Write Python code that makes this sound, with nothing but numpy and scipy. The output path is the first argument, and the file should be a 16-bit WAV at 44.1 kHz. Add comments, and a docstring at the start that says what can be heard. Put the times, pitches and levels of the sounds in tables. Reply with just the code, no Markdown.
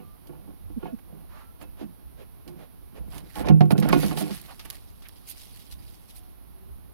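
"""Dog brushed on a patio

On a garden patio a small recorder lies close to the paving while a dog is brushed beside it.
Bristles, hands and paws rustle in the coat and on the slabs: shaped noise, clicks and tiny twangs.
The dog's shifting weight drags and knocks on something hollow near the microphones: struck, ringing modes.
Soft thuds, short hoots and thin tones appear; filtered noise makes the wind, garden air and recorder hiss."""
import sys
import numpy as np
from scipy import signal
from scipy.fft import rfft, irfft, next_fast_len
from scipy.io import wavfile
from scipy.ndimage import uniform_filter1d

SR = 44100
rng = np.random.default_rng(int(sys.argv[2]) if len(sys.argv) > 2 else 0)


def dump(signal):
    """Clip the signal to [-1, 1] and save it as 16-bit WAV at the path in sys.argv[1]."""
    limited = np.clip(np.atleast_2d(signal).T, -1, 1)
    pcm = np.round(limited * 32767).astype(np.int16)
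    wavfile.write(sys.argv[1], SR, pcm)


N = 305786
LONG = next_fast_len(N)
T, HZ = np.arange(N) / SR, np.fft.rfftfreq(LONG, 1 / SR)


def amp(db):
    """Decibels to amplitude."""
    return np.exp(np.asarray(db) * (np.log(10) / 20))


def evened(x):
    """Scales x to rms 1."""
    return x / np.sqrt(np.mean(x ** 2) + 1e-20)


def filtered(x, gain):
    """Multiplies the spectrum of x by a gain curve on HZ."""
    return irfft(rfft(x, LONG) * gain, LONG)[..., :N]


def read(points, hz=HZ):
    """Columns of a spectrum table, joined on a log-frequency axis."""
    f, *values = np.transpose(points)
    return [np.interp(np.log(hz + 1), np.log(f + 1), v) for v in values]


def follow(table, rest_db=-120):
    """Columns of a curve table at every sample; outside it the level falls to rest."""
    (first_s, _, *first_rest), (last_s, _, *last_rest) = table[0], table[-1]
    before, after = (first_s - .01, rest_db, *first_rest), (last_s + .01, rest_db, *last_rest)
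    s, *values = np.transpose([before, *table, after])
    return [np.interp(T, s, v) for v in values]


def coloured(x, points):
    """Filters x to a spectrum; rms 1."""
    return evened(filtered(x, amp(read(points)[0])))


def flutter(per_s):
    """Slow chance of rms 1: noise kept below about per_s Hz."""
    return evened(filtered(rng.standard_normal(N), 1 / (1 + (HZ / per_s) ** 4)))


def grains(per_s, spread_db):
    """Sparse clicks of random sign, a few of them large; rms 1."""
    size = amp(spread_db * np.minimum(rng.exponential(1, N), 5)) * rng.choice([-1., 1.], N)
    return evened(size * (rng.random(N) < per_s / SR))


def add(mix, s, sound):
    """Lays a sound into the mix from s seconds on, cut at the end of the mix."""
    part = mix[round(s * SR):][:len(sound)]
    part += sound[:len(part)]


def pair(source, table):
    """Two microphone ports hear a source; where they are unlike, the left mixes in a second playing."""
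    like, lead, balance_db = read(table)
    like, left = np.clip(like, 0, 1), amp(balance_db)
    x, other = rfft(source(), LONG), rfft(source(), LONG)
    mean = np.sqrt(1 + left ** 2 + 2 * left * like * np.cos(lead)) / 2  # level of the two ports' average
    left_port = left * (like * np.exp(1j * lead) * x + np.sqrt(1 - like ** 2) * other)
    return irfft([left_port, x] / mean, LONG)[:, :N]


# gusts on the ports: top_s, top_level_db, fade_db_per_s
GUSTS = [(0.0, -56, 22), (0.65, -46.5, 34), (2.1, -52.5, 33), (3.01, -48, 20), (3.9, -40.5, 35),
         (5.75, -49.5, 32), (6.7, -52.5, 9)]
# colour of the wind rumble at the ports: frequency_hz, density_db_per_hz (relative)
WIND_SPECTRUM = [(12, 2), (20, 2), (59, 3), (140, -9.5), (200, -10), (260, -43), (440, -120)]
# colour of the distant garden air: frequency_hz, density_db_per_hz (relative)
AIR_SPECTRUM = [(47, -40), (80, -9), (289, -9.5), (523, -18), (717, -15.5), (1150, -18.5), (1710, -25.5),
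                (4250, -28.5), (5830, -34), (7240, -43.5), (9000, -36), (11700, -74), (19800, -120)]
AIR_DB, BREEZE_DB, GUST_RISE_DB_PER_S = -61.5, -57, 180


def outdoors():
    """Lumpy bass wind, with gusts that rise fast and fade slowly, over the garden's soft wash and thin tones."""
    gusts_db = []
    for top_s, db, fade in GUSTS:
        fall_db = np.where(T < top_s, GUST_RISE_DB_PER_S * (top_s - T), fade * (T - top_s))
        gusts_db.append(db - fall_db)
    level_db = np.maximum(np.max(gusts_db, axis=0), BREEZE_DB)
    wind = coloured(rng.standard_normal(N), WIND_SPECTRUM) * amp(level_db + 2.16 * flutter(6.6))
    air = coloured(rng.standard_normal(N), AIR_SPECTRUM) * amp(AIR_DB + 0.09 * flutter(4.5))
    return wind + air + tones()


# short thin tones, most of them faint: start_s, length_s, first_pitch_hz, last_pitch_hz, level_db
TONES = [(0.0, .18, 1193, 1190, -64), (1.32, .12, 1175, 1200, -63), (1.39, .15, 1335, 1360, -64),
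         (1.33, .08, 570, 680, -63), (.872, .07, 675, 630, -52), (6.17, .25, 725, 740, -68),
         (6.53, .2, 365, 395, -65)]


def tones():
    """Thin gliding sines whose pitch and level waver, faded at both ends."""
    out, waver, drift = np.zeros(N), flutter(32), flutter(32)
    for s, length, first_hz, last_hz, db in TONES:
        count = round(length * SR)
        hz = np.linspace(first_hz, last_hz, count) * (1 + .005 * drift[round(s * SR):][:count])
        add(out, s, amp(db) * signal.windows.tukey(count, .4) * np.sin(2 * np.pi * np.cumsum(hz) / SR))
    return out * amp(2.2 * waver)


def handled():
    """All that reaches the ports through the hollow thing, which passes no deep bass."""
    return signal.sosfilt(signal.butter(4, 95, "high", fs=SR, output="sos"), drag() + knocks())


# modes of the hollow thing near the microphones: pitch_hz, level_db (relative), t60_s (each use scales it)
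HOLLOW = [(155.6, -2.5, 0.52), (201.7, 1, 0.23), (298.8, -0.5, 0.22), (346, -6, 0.25), (398.6, -7, 0.21),
          (497.3, -4.5, 0.18), (632, -0.5, 0.055), (729, -4.5, 0.13), (851.5, -4.5, 0.07), (1098, -9, 0.09),
          (1420, -17, 0.14), (1738, -19.5, 0.076), (2140, -25, 0.088), (2293, -11.5, 0.023),
          (2556, -27, 0.2), (2900, -12, 0.018)]


def ring(hard_db, longer, luck_db=0, phases=0, bend=1):
    """The hollow thing's modes after one impulse; a harder blow lifts the upper ones."""
    hz, db, t60 = np.transpose(HOLLOW)[:, :, None]
    t, sign = T[:SR // 3], (-1) ** np.arange(len(HOLLOW))[:, None]
    decay_db = 60 * t / (t60 * longer)
    size = sign * amp(db + luck_db + hard_db * np.log2(hz / 300) - decay_db)
    return (size * np.sin(2 * np.pi * hz * bend * t + phases)).sum(0)


# blows on the hollow thing: start_s, level_db, hardness_db_per_octave, ring_time_factor,
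# favoured_pitch_hz (that of the struck spot)
KNOCKS = [(0.0, -49.5, 5, 1, 202), (0.291, -45.5, 1, 1.12, 346), (0.33, -54.5, 1, 2.1, 785),
          (0.473, -51.5, 0.5, 1.1, 290), (0.699, -48.5, -1, 0.83, 272), (0.828, -38.5, 2, 0.55, 372),
          (0.855, -39.5, 2.5, 0.41, 850), (0.874, -46.5, 5, 1.4, 630), (1.123, -51.5, -5.5, 1.2, 400),
          (1.613, -51, 5.5, 1.5, 288), (1.811, -40.5, 0, 0.82, 330), (2.475, -50.5, 5.5, 1.6, 346),
          (3.355, -41.5, 5.5, 1.5, 810), (3.39, -39, -1, 1.3, 795), (3.472, -34.5, 7, 0.37, 385),
          (3.487, -25, 2.5, 0.41, 292), (3.497, -18, -2, 1.11, 177.6), (3.607, -20.5, -1.5, 1.12, 740),
          (3.708, -29, -1.5, 1.46, 780), (3.725, -21.5, 0.5, 0.2, 173), (3.753, -31, 1, 0.17, 181),
          (3.781, -26, -1.5, 0.51, 204), (3.824, -28, -8.5, 1.1, 196), (3.886, -29.5, -14.5, 0.85, 343),
          (3.927, -20, 5, 1.1, 950), (3.958, -24.5, 1, 0.52, 290), (4.031, -28, -4, 0.72, 484),
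          (4.111, -38, 5.5, 1.1, 308), (4.171, -38, 7, 0.68, 860), (4.211, -33, 1, 1.4, 204),
          (4.305, -36.5, -24, 0.25, 195)]
CONTACT_S = 0.0024
CHATTER, CHATTER_S = .5, .006  # largest share of a rebound, typical delay
WOBBLE_DB = 3.2  # random wobble of each mode's level
DETUNE = .03  # largest share of a mode's pitch
FAVOUR_DB, FAVOUR_OCTAVES = 11.5, 0.22


def knocks():
    """Blows on different spots start the modes in other mixes, detune them a little at random, and rebound."""
    out, luck = np.zeros(N), rng.uniform(-0.857, 1, (len(KNOCKS), 3, len(HOLLOW), 1))
    modes_hz, wobble = np.transpose(HOLLOW)[0][:, None], np.tile(flutter(37), 2)
    t = T[:SR // 3]
    for (s, db, hard_db, longer, spot_hz), (size, start, detune) in zip(KNOCKS, luck):
        octaves_off = np.log2(modes_hz / spot_hz)
        mix_db = 4 * size + FAVOUR_DB * np.exp(-(octaves_off / FAVOUR_OCTAVES) ** 2)
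        # the wobble is read from another place per mode
        mix_db = mix_db + WOBBLE_DB * wobble[(abs(size) * N).astype(int) + np.arange(len(t))]
        sound = ring(hard_db, longer, mix_db, np.pi * start, 1 + DETUNE * detune)
        sound = sound * (1 - np.exp(-t / CONTACT_S))  # builds over the contact time
        for share, lag in zip(start[:3, 0], detune[:3, 0]):  # rebounds of random size and delay
            delay_s = CHATTER_S * (1 + lag)
            rebound = np.roll(sound, round(delay_s * SR)) * (t > delay_s)
            sound = sound + CHATTER * share * rebound
        add(out, s, amp(db) * sound / np.sqrt(np.mean(sound[:900] ** 2)))
    return out


# small shifts of weight that rub the hollow thing: start_s, length_s, level_db,
# scrape_db (upper modes over lower)
SHIFTS = [(0.225, 0.33, -60.5, 6), (0.772, 0.14, -60.5, 16.5), (1.04, 0.25, -65.5, 9.5),
          (1.762, 0.18, -53, -31), (2.429, 0.23, -54.5, -2.5), (2.9, 0.41, -53.5, -1.5)]
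SHIFT_EDGE_S = 0.05
# the dog scrambles up, dragging on the hollow thing: time_s, level_db, scrape_db (upper modes over lower)
SCRAMBLE = [(3.357, -38.5, 4.5), (3.42, -38.5, 5.5), (3.51, -31.5, 5), (3.53, -55.5, 6), (3.69, -58, 5),
            (3.76, -37, -2.5), (3.856, -31, -1.5), (4.18, -37, -4.5), (4.312, -43, 4), (4.45, -71, -48)]


def drag():
    """Dense slips excite modes damped short by the rubbing weight; a scrape reaches the upper modes."""
    level_db, scrape_db = follow(SCRAMBLE)
    low, high = amp(level_db), amp(level_db + scrape_db)
    for s, length, db, more_db in SHIFTS:
        shape = signal.windows.tukey(round(length * SR), min(2 * SHIFT_EDGE_S / length, 1))
        add(low, s, amp(db) * shape)
        add(high, s, amp(db + more_db) * shape)
    slips = grains(1100, 3.8) * amp(2.12 * flutter(53))
    body = ring(0.14, 0.3)
    body = rfft(body / np.linalg.norm(body), LONG)
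    upper = 1 / (1 + (380 / (HZ + 1)) ** 6)
    return filtered(slips * low, body * (1 - upper)) + filtered(slips * high, body * upper)


# claw and bristle ticks: start_s, peak_db, treble_tilt_db_per_octave, t60_s
TICKS = [(0.27, -59, 4.5, 0.072), (1.6127, -50, -4.5, 0.042), (2.477, -45.5, 2, 0.089),
         (3.164, -43, -7.5, 0.054), (3.18, -35, 4, 0.042), (3.3547, -34, 1.5, 0.071),
         (3.4851, -18.5, -4.5, 0.049), (3.6068, -18, -7.5, 0.062), (3.706, -19.5, -6.5, 0.063),
         (3.779, -26, 1, 0.057), (3.799, -26, 8, 0.04), (3.8244, -24.5, -5, 0.12), (3.888, -20, 11, 0.027),
         (3.927, -18, -4, 0.12), (3.997, -31.5, 15, 0.061), (4.031, -19.5, -6.5, 0.11),
         (4.062, -24, 7, 0.026), (4.111, -24, -7.5, 0.12), (4.171, -24.5, 0, 0.29),
         (4.3077, -30, -1.5, 0.09), (4.327, -33, 1, 0.091), (4.4144, -31, 14, 0.018),
         (4.594, -32.5, 0.5, 0.11), (4.6514, -38, -4, 0.2), (4.7012, -20.5, 6.5, 0.019),
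         (4.7064, -27.5, 1.5, 0.012), (4.7552, -40, 4, 0.014), (5.021, -40, 0, 0.092),
         (5.0857, -32, 13, 0.018), (5.0914, -41, 0, 0.014), (5.7232, -36, 4, 0.03)]
# colour of the coat close by, shared by ticks and rustle: frequency_hz, density_db_per_hz (relative)
FUR = [(530, -7), (900, -1), (1030, -11), (1130, -0.5), (1600, -7), (1790, -4), (4980, -4), (7580, -17.5),
       (10900, -10), (14500, -18), (16000, -24)]
GRIT_DB = 5  # spikiness of a tick's noise: random gain from sample to sample


def ticks():
    """Fur-coloured noise with a sharp start and a short gritty tail."""
    out, hz, t = np.zeros(N), np.fft.rfftfreq(4096, 1 / SR), T[:4096]
    noise = rng.standard_normal((len(TICKS), 2, 4096))
    for (s, db, tilt_db, t60), (n, grit) in zip(TICKS, noise):
        colour = amp(read(FUR, hz)[0] + tilt_db * np.log2(hz / 5000 + 0.0021))
        no_bass = 1 / (1 + (140 / (hz + 1)) ** 4)
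        n = irfft(rfft(n * amp(GRIT_DB * grit)) * colour * no_bass)
        sound = n * amp(-60 * t / t60) * np.minimum(t / 0.00084, 1)
        add(out, s, amp(db) * sound / abs(sound).max())
    return out


# soft thuds through the ground: start_s, level_db (before swell and decay), pitch_hz
THUDS = [(0.646, -37.5, 82.6), (0.74, -36, 52), (2.039, -37.5, 67), (2.126, -45, 62.6), (2.997, -33, 58.4),
         (3.374, -31, 64), (3.429, -27, 65.4), (3.49, -21, 70), (3.609, -34, 96), (5.716, -36.5, 62),
         (6.695, -34, 66)]
THUD_T60_S = 0.2


def thuds():
    """A few slow sine cycles that swell and die."""
    out, t = np.zeros(N), T[:SR // 2]
    for s, db, hz in THUDS:
        swell = np.minimum(t / 0.024, 1)
        add(out, s, amp(db - 60 * t / THUD_T60_S) * np.sin(2 * np.pi * hz * t) * swell)
    return out


# short low hoots: middle_s, level_db (at the top of the swell), pitch_hz (at the middle), length_s
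HOOTS = [(.778, -30, 233, 0.038), (0.94, -32, 240, 0.042), (1.85, -40, 212, 0.089)]
HOOT_OCTAVE_DB = -22


def hoots():
    """A rounded tone that sags in pitch, with a weak octave."""
    out = np.zeros(N)
    for s, db, hz, length in HOOTS:
        t = np.arange(-length / 2, length / 2, 1 / SR)
        turn = 2 * np.pi * hz * t * (1 - .17 * t / length)
        tone = np.sin(turn) + amp(HOOT_OCTAVE_DB) * np.sin(2 * turn)
        add(out, s - length / 2, amp(db) * np.hanning(len(t)) * tone)
    return out


# soft brush strokes: middle_s, level_db (at the top of the swell), length_s, centre_hz
STROKES = [(0.869, -57.5, 0.035, 1700), (0.858, -64.5, 0.17, 2900), (0.993, -56.5, 0.023, 775),
           (1.376, -55, 0.25, 1050), (1.627, -51.5, 0.08, 590), (1.814, -50, 0.12, 540),
           (2.21, -53, 0.11, 453), (2.617, -53.5, 0.14, 475), (2.974, -51.5, 0.083, 460),
           (3.165, -52, 0.15, 755), (3.396, -49.5, 0.16, 1460), (3.836, -46.5, 0.058, 1800),
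           (3.9, -35, 0.054, 1270), (4.509, -48, 0.091, 765), (5.061, -54, 0.052, 2050)]


def strokes():
    """Bristles drag through dense fur: a swell of grainy noise with a hump at its centre, trailing off upward."""
    out, hz = np.zeros(N), np.fft.rfftfreq(16384, 1 / SR)
    noise = rng.standard_normal((len(STROKES), 2, 16384))
    for (s, db, length, centre_hz), (n, grit) in zip(STROKES, noise):
        u, count = hz / centre_hz, round(length * SR)
        hump = 1 + 2.8 * np.exp(-(np.log(u + 1e-9) / 0.48) ** 2)
        slope = u ** 1.03 / (1 + u ** 1.59) / (1 + (hz / 4500) ** 3)
        n = evened(irfft(rfft(n * amp(1.2 * grit)) * hump * slope))
        add(out, s - length / 2, amp(db) * np.hanning(count) * n[:count])
    return out


def bristles():
    """Each bristle springs free and twangs for a few cycles at its own pitch."""
    flicks, which, out = grains(1000, 3), rng.integers(0, 12, N), np.zeros(N)
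    for k, hz in enumerate(np.geomspace(1500, 6200, 12)):
        r = np.exp(-.13 * hz / SR)  # decay per sample
        resonator = [1, -2 * r * np.cos(2 * np.pi * hz / SR), r * r]
        out += hz ** 1.5 * signal.lfilter([1], resonator, flicks * (which == k))
    return evened(out)


# ruffles of the coat: middle_s, level_db (at the top of the swell), length_s,
# sheen_db (above 7.5 kHz, over the rest)
RUFFLES = [(1.623, -75.5, 0.051, 10.5), (3.158, -58, 0.18, 0), (3.316, -62.5, 0.25, -2.5),
           (3.393, -52, 0.11, 2), (3.471, -47.5, 0.052, -12), (3.718, -45, 0.044, 4),
           (3.937, -47, 0.054, -1.5), (4.042, -44, 0.24, -1.5), (4.197, -45, 0.087, 6),
           (4.352, -53, 0.034, -4), (4.656, -53, 0.022, 5.5), (4.742, -57, 0.11, 0), (5.171, -64, 0.046, 1),
           (5.296, -55, 0.096, 7.5), (5.419, -61.5, 0.14, 4), (5.586, -66, 0.25, 2.5),
           (5.723, -54, 0.054, 2.5), (5.888, -68, 0.29, -1), (6.102, -61.5, 0.07, 3.5),
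           (6.173, -63, 0.072, 8.5)]
# rising and falling rustle of coat and hands, from the scramble on: time_s, level_db
COAT = [(3.77, -61), (3.99, -58), (4.37, -50), (4.42, -59.5), (4.78, -67), (4.85, -70), (5.22, -71.5),
        (5.33, -59.5), (5.7, -68), (5.76, -73), (5.8, -69), (6.1, -70), (6.35, -76.5)]
PATCH_DB = 2.8  # random patchiness of the rustle over pitch and time
TWANG = .55  # bristles against the hiss of hairs
LIGHT_S, LIGHT_HZ = 4.8, 1970  # from then on the touch is light and the coat thins out below that pitch


def rustle():
    """Hiss of many hairs with a crackle of single bristles and a separately levelled treble sheen."""
    level = amp(follow(COAT)[0])
    sheen = level.copy()
    for s, db, length, sheen_db in RUFFLES:
        swell = np.hanning(round(length * SR))
        add(level, s - length / 2, amp(db) * swell)
        add(sheen, s - length / 2, amp(db + sheen_db) * swell)
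    hairs = rng.standard_normal(N) + 1.5 * grains(1200, 3.2) + TWANG * bristles()
    hairs = hairs * amp(1.22 * flutter(31))
    z = signal.stft(hairs, nperseg=256)[2]
    patches = uniform_filter1d(rng.standard_normal(z.shape), size=5, axis=0)
    patches = evened(uniform_filter1d(patches, size=7, axis=1))
    hairs = signal.istft(z * amp(PATCH_DB * patches), nperseg=256)[1][:N]
    fur, upper = amp(read(FUR)[0]), 1 / (1 + (7500 / (HZ + 1)) ** 12)
    full = filtered(hairs, fur * (1 - upper))
    light = filtered(hairs, fur * (1 - upper) / (1 + (LIGHT_HZ / (HZ + 1)) ** 4))
    body = np.where(T < LIGHT_S, evened(full), evened(light))
    return level * body + sheen * evened(filtered(hairs, fur * upper))


# side of the rustle and ticks at the pair: time_s, left_over_right_db (added to the pair's own)
RUSTLE_SIDE = [(0, -34), (4.3, 0.5), (4.6, -0.5), (6.9, -1)]
# microphone pair for sounds close by: frequency_hz, likeness (0-1), left_lead_rad, left_over_right_db
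NEAR = [(40, 1, 4.04, -4), (223, 0.99, 2.39, -6), (577, 0.93, 2.1, -7), (1230, 0.5, 0.3, -6.5),
        (2390, 0, 3.3, -6.5), (4900, 0.22, 1.63, 0.5), (6800, 0.06, 0.25, -0.5), (15000, 0, .6, -15)]
# microphone pair for wind, air and thin tones: frequency_hz, likeness (0-1), left_lead_rad, left_over_right_db
FAR = [(39.7, 0.84, 3.14, -2), (200, 0.99, 2.6, -4.5), (573, 0.86, 2.43, -5.5), (1320, 0.045, 6.4, -6.5),
       (4430, 0.061, 8.4, -2), (9000, .1, 1.1, -4)]


def scene():
    """Coat, handling and brushing close to the pair, with the outdoors around them."""
    s, side_db = np.transpose(RUSTLE_SIDE)
    side_db = np.interp(T, s, side_db)
    coat = pair(lambda: rustle() + ticks(), NEAR) * amp([side_db / 2, -side_db / 2])
    close = pair(lambda: handled() + thuds() + hoots() + strokes(), NEAR)
    return coat + close + pair(outdoors, FAR)


# colour of the recorder's treble hiss: frequency_hz, density_db_per_hz (relative)
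HISS_SPECTRUM = [(5000, -74), (8500, -35), (9350, -8.5), (11200, -1), (11800, -3.5), (12800, -2),
                 (14900, -7.5), (16000, -12.5)]
# thin recorder tones in the right input: pitch_hz, level_db (flutters around this)
WHINE = [(9717, -66), (11800, -66)]
HISS_LEFT_DB, HISS_RIGHT_DB = -74.5, -58
EDGE_HZ = 16000


def record(dry):
    """The right input adds treble hiss and thin tones, the left fainter hiss; then a soft limit and band limits."""
    hiss = np.array([coloured(n, HISS_SPECTRUM) for n in rng.standard_normal((2, N))])
    hiss *= amp([[HISS_LEFT_DB], [HISS_RIGHT_DB]])
    for hz, db in WHINE:
        hiss[1] += amp(db + 2 * flutter(12)) * np.sin(2 * np.pi * hz * T)
    mixed = dry + hiss
    mixed = mixed / (1 + (mixed / .9) ** 6) ** (1 / 6)  # a soft limit keeps the loudest peaks in range
    mixed = signal.sosfilt(signal.butter(2, 30, "high", fs=SR, output="sos"), mixed)
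    lowpass = signal.firwin(255, EDGE_HZ, window=("kaiser", 9), fs=SR)
    return signal.oaconvolve(mixed, lowpass[None], "same")


dry = scene()
out = record(dry)
dump(out)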